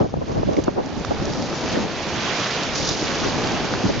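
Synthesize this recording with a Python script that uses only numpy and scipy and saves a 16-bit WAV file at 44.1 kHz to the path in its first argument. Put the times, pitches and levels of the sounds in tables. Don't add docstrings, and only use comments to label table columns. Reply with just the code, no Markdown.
import sys
import numpy as np
from scipy import signal
from scipy.io import wavfile

SR = 44100
rng = np.random.default_rng(int(sys.argv[2]) if len(sys.argv) > 2 else 0)


def to_wav(sig):
    pcm = np.clip(np.atleast_2d(sig), -1, 1) * 32767
    pcm = np.round(pcm).astype(np.int16)
    wavfile.write(sys.argv[1], SR, pcm.T)


N = 176400
T = np.arange(N) / SR

# (time [s], level [dB])
WIND_LEVEL = [(0, -10.5), (.05, -26), (.085, -33), (.15, -25.5), (.26, -29.5), (.39, -23), (.54, -27),
              (.6, -25), (.9, -31), (1.3, -25.5), (1.6, -32.5), (1.8, -25), (1.95, -35), (2.2, -31),
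              (2.5, -41), (2.85, -26.5), (3.1, -30.5), (3.3, -27.5), (3.7, -29), (4, -25)]
# (peak time [s], Gaussian half width [s], level [dB], upper edge [Hz])
WIND_PUFFS = [(0.021, 0.019, -21.5, 710), (0.056, 0.009, -22, 600), (0.141, 0.0018, -15.5, 720),
              (0.17, 0.0047, -23.5, 580), (0.221, 0.0065, -20.5, 660), (0.303, 0.019, -24.5, 750),
              (0.376, 0.019, -22.5, 760), (0.433, 0.0031, -15, 770), (0.476, 0.0045, -18.5, 380),
              (0.492, 0.0046, -13.5, 570), (0.529, 0.02, -22.5, 620), (0.585, 0.012, -15, 570),
              (0.684, 0.009, -16, 660), (0.789, 0.017, -18, 720), (1.115, 0.0067, -15.5, 710),
              (1.766, 0.021, -23, 600), (3.265, 0.0057, -19, 500), (3.857, 0.013, -19, 320),
              (3.902, 0.0066, -16, 500)]
# (time [s], peak level [dB], frequency [Hz])
THUMPS_AND_CLACK = [(0.0168, -11.5, 278), (0.0454, -16.5, 165), (0.381, -17.5, 140), (0.477, -13.5, 223),
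                    (.588, -10, 345), (0.6809, -13.5, 1100), (0.683, -8.5, 304), (.783, -18.5, 330),
                    (1.776, -13, 260), (3.028, -13, 318), (3.843, -11, 233), (3.854, -14, 134),
                    (3.864, -18, 170)]
# (time [s], level [dB])
ROAR_LEVEL = [(0, -36.5), (.24, -52), (.35, -44), (.85, -35), (1.2, -30), (1.75, -27.5), (1.95, -30),
              (2.5, -29.5), (3.05, -28.5), (3.45, -25.5), (3.85, -27), (4, -33)]
# (time [s], level [dB], frequency [Hz], t60 [s])
BUBBLE_POPS = [(0.568, -21.5, 2200, 0.011), (1.048, -10, 1250, 0.0052), (1.528, -16, 1260, 0.0084),
               (3.738, -7.5, 1400, 0.0059)]
# (time [s], level [dB], left minus right [dB])
SHELL_IMPACTS = [(0.533, -26.5, -5), (.569, -25, -7), (.638, -23, -5), (0.641, -21.5, -8),
                 (0.86, -24.5, -6), (1.049, -17, -9), (1.254, -17.5, -4), (1.335, -18, -7),
                 (1.423, -17.5, -9), (2.633, -10.5, 2), (2.849, -12.5, 0), (2.89, -9, 0), (3.472, -14, -5),
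                 (3.52, -16, 6)]
# (frequency over the shell's pitch [ratio], level [dB], t60 [s])
SHELL_RESONANCES = [(.74, -13, 0.0021), (0.999, -8.5, 0.009), (1.209, -4, 0.0055)]
# (time [s], level [dB], centre frequency [Hz])
WATER_SLAPS = [(3.066, -26, 2700), (3.095, -25, 1300), (3.228, -28, 1260)]
# (time [s], level [dB])
FIZZ_LEVEL = [(0, -47), (.17, -56), (.31, -47.5), (.48, -49.5), (.58, -44), (.71, -51.5), (1.02, -44.5),
              (1.3, -39.5), (1.73, -35), (1.9, -41.5), (2.46, -31), (2.715, -37.5), (2.755, -28.5),
              (2.82, -29), (2.91, -26), (2.95, -31), (3.08, -34.5), (3.26, -31), (3.37, -36), (4, -37.5)]
# (time [s], level [dB])
WASH_LEVEL = [(0, -49), (.17, -52.5), (.31, -44), (.62, -44), (.73, -48), (1.22, -38), (1.38, -43),
              (1.75, -32), (1.89, -36.5), (2.25, -29), (2.49, -28), (2.66, -31), (2.93, -34.5),
              (3.05, -33.5), (3.09, -31), (3.35, -31.5), (4, -35)]
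# (time [s], left minus right [dB])
WASH_BALANCE = [(0, 0.5), (.35, -5.5), (.9, -8), (1.6, -0.5), (2, -4), (2.6, -3.5), (4, -2.5)]
# (frequency [Hz], relative spectral density [dB])
WIND_DENSITY = [(20, -11.5), (40, -13.5), (70, -4.5), (130, -6), (250, -2.5), (400, -12.5), (700, -24),
                (1400, -31.5), (3000, -52)]
ROAR_DENSITY = [(60, -18), (130, 1), (260, 0), (480, 0), (750, -2.5), (1100, -10.5), (1800, -14.5),
                (4000, -26)]
FIZZ_DENSITY = [(1500, -6.5), (2800, -8), (3800, 0.5), (4900, 8), (6300, 3), (7500, -3)]
WASH_DENSITY = [(400, -15), (800, -1), (1200, 1), (1900, -2), (2800, -0.5), (3800, -5), (6000, -14.5)]
# (frequency [Hz], correlation [-1 to 1])
WATER_CORRELATION = [(100, 0.98), (900, 0.94), (1900, 0.73), (3800, 0.25), (7500, .72)]
WIND_CORRELATION = [(20, .15), (400, -0.024)]


def from_db(db):
    return 10 ** (np.asarray(db) / 20)


def rms_one(x):
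    return x / np.sqrt(np.mean(x ** 2) + 1e-20)


def in_time(rows):
    return np.interp(T, *np.transpose(rows))


def at_hz(points, hz):
    frequencies, values = np.transpose(points)
    return np.interp(np.log(hz), np.log(frequencies), values)


def panned(db):
    gains = from_db(np.array([[.5], [-.5]]) * db)
    return gains / np.sqrt(np.mean(gains ** 2, axis=0))


def butter(x, hz, kind, order=2):
    return signal.sosfilt(signal.butter(order, hz, kind, fs=SR, output="sos"), x)


def drift(rate_hz):
    step, settle = 40, 2000
    pole = np.exp(-2 * np.pi * rate_hz * step / SR)
    white = rng.standard_normal(N // step + settle + 2)
    slow = signal.lfilter([1], [1, -2 * pole, pole * pole], white)[settle:]
    return np.interp(np.arange(N) / step, np.arange(len(slow)), rms_one(slow))


def stereo(pair, correlation):
    mid = np.sqrt(1 + correlation) * pair[0]
    side = np.sqrt(1 - correlation) * pair[1]
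    return mid + side * np.array([[1], [-1]])


def ring(clicks, hz, t60):
    radius, angle = np.exp(-np.log(1000) / (t60 * SR)), 2 * np.pi * hz / SR
    return signal.lfilter([0, np.sin(angle)], [1, -2 * radius * np.cos(angle), radius ** 2], clicks + 1e-18)


def struck(onset, hz, t60):
    out, age = np.zeros(N), T[:SR // 10]
    start = int(onset * SR)
    tone = np.sin(2 * np.pi * hz * age) * np.exp(-np.log(1000) * age / t60)
    out[start:start + len(age)] = tone[:N - start]
    return out


def turbulence(spectrum, correlation, shared_db, own_db, rate_hz):
    edges = 20 * 2 ** np.arange(0, 9.1, .5)
    out, shared = 0, shared_db * drift(rate_hz)
    white = rng.standard_normal((2, 2, N))
    for k, (low, high) in enumerate(zip(edges, edges[1:])):
        hz, own = np.sqrt(low * high), own_db * drift(rate_hz)
        if spectrum[0][0] < high and low < spectrum[-1][0]:
            pair = butter(white[k % 2], [low, high], "band", order=3)
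            band = stereo(pair, at_hz(correlation, hz))
            out = out + band * from_db(at_hz(spectrum, hz) + shared + own)
    return rms_one(out)


def grains(spectrum, low_hz, high_hz, per_s, cycles, spread_db, width_db, pitches=24):
    when, pitch, size, sign, side = rng.random((int(per_s * N / SR), 5)).T
    size_db = spread_db * np.minimum(-np.log(1 - size), 5)
    impulses = from_db(size_db) * np.sign(sign - .5) * panned(width_db * (2 * side - 1))
    out = 0
    for k, hz in enumerate(np.geomspace(low_hz, high_hz, pitches)):
        clicks, chosen = np.zeros((2, N)), (pitch * pitches).astype(int) == k
        clicks[:, (when[chosen] * N).astype(int)] = impulses[:, chosen]
        out = out + ring(clicks, hz, cycles / hz) * hz * from_db(at_hz(spectrum, hz))
    return rms_one(out)


def wind():
    rumble = turbulence(WIND_DENSITY, WIND_CORRELATION, shared_db=1.84, own_db=3.5, rate_hz=26)
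    return from_db(in_time(WIND_LEVEL)) * rumble


def puffs(low_hz=230):
    out = 0
    eddies = butter(stereo(rng.standard_normal((2, N)), correlation=-0.56), low_hz, "high")
    for peak_time, half_width, db, edge_hz in WIND_PUFFS:
        swell = np.exp(-.5 * ((T - peak_time) / half_width) ** 2)
        puff = butter(eddies, edge_hz, "low", order=4) * swell
        out = out + from_db(db) * rms_one(puff) * np.sqrt(np.mean(swell ** 2))
    return out


def thumps_and_clack(half_width_cycles=0.52):
    out = 0
    for peak_time, db, hz in THUMPS_AND_CLACK:
        cycles = (T - peak_time) * hz
        swell = np.exp(-.5 * (cycles / half_width_cycles) ** 2)
        out = out + from_db(db) * np.cos(2 * np.pi * cycles) * swell
    return out


def roar():
    churn = turbulence(ROAR_DENSITY, WATER_CORRELATION, shared_db=-0.24, own_db=-0.5, rate_hz=9.7)
    gurgle = grains(ROAR_DENSITY, 275.6, 1444, per_s=350, cycles=18, spread_db=2.5, width_db=-0.5)
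    return from_db(in_time(ROAR_LEVEL)) * (churn + from_db(-8) * gurgle)


def pops():
    return panned(-2.8) * sum(from_db(db) * struck(onset, hz, t60) for onset, db, hz, t60 in BUBBLE_POPS)


def shells(pitch_hz=5720, spread_octaves=0.16, crack_db=-6, crack_decay_s=0.0016):
    out, grit = 0, rms_one(butter(rng.standard_normal(N), [3500, 7500], "band"))
    for onset, db, pan_db in SHELL_IMPACTS:
        hz = pitch_hz * 2 ** (spread_octaves * rng.uniform(-0.91, 1))
        decay = (T >= onset) * np.exp(-np.minimum(np.abs(T - onset) / crack_decay_s, 20))
        crack = from_db(crack_db) * grit * decay
        modes = sum(from_db(mode_db) * struck(onset, hz * ratio, t60)
                    for ratio, mode_db, t60 in SHELL_RESONANCES)
        out = out + panned(pan_db) * from_db(db) * (crack + modes)
    return out


def splashes(rise_s=.006, decay_s=0.026):
    out = 0
    for onset, db, hz in WATER_SLAPS:
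        age = np.maximum(T - onset, 0)
        envelope = (1 - np.exp(-age / rise_s)) * np.exp(-age / decay_s)
        noise = stereo(rng.standard_normal((2, N)), correlation=0.62)
        spray = rms_one(butter(noise, [hz / np.sqrt(2), hz * np.sqrt(2)], "band"))
        out = out + from_db(db) * spray * envelope
    return out


def fizz():
    hiss = turbulence(FIZZ_DENSITY, WATER_CORRELATION, shared_db=1.2, own_db=1.6, rate_hz=25)
    ticks = grains(FIZZ_DENSITY, 2800, 7200, per_s=3000, cycles=18, spread_db=2.8, width_db=14)
    return from_db(in_time(FIZZ_LEVEL)) * (hiss + from_db(-2) * ticks)


def wash():
    rush = turbulence(WASH_DENSITY, WATER_CORRELATION, shared_db=0.94, own_db=0.96, rate_hz=8.1)
    bubbles = grains(WASH_DENSITY, 930, 3970, per_s=1800, cycles=14, spread_db=1.5, width_db=0)
    return from_db(in_time(WASH_LEVEL)) * (rush + from_db(-1.5) * bubbles)


def scene():
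    water = roar() + panned(in_time(WASH_BALANCE)) * (wash() + fizz() + splashes())
    return water + shells() + pops() + wind() + puffs() + thumps_and_clack()


def record(dry, rolloff_hz=6774, cutoff_hz=7450):
    soft = butter(dry, rolloff_hz, "low", order=14)
    return signal.sosfilt(signal.ellip(10, .2, 85, cutoff_hz, fs=SR, output="sos"), soft)


dry = scene()
out = record(dry)
to_wav(out)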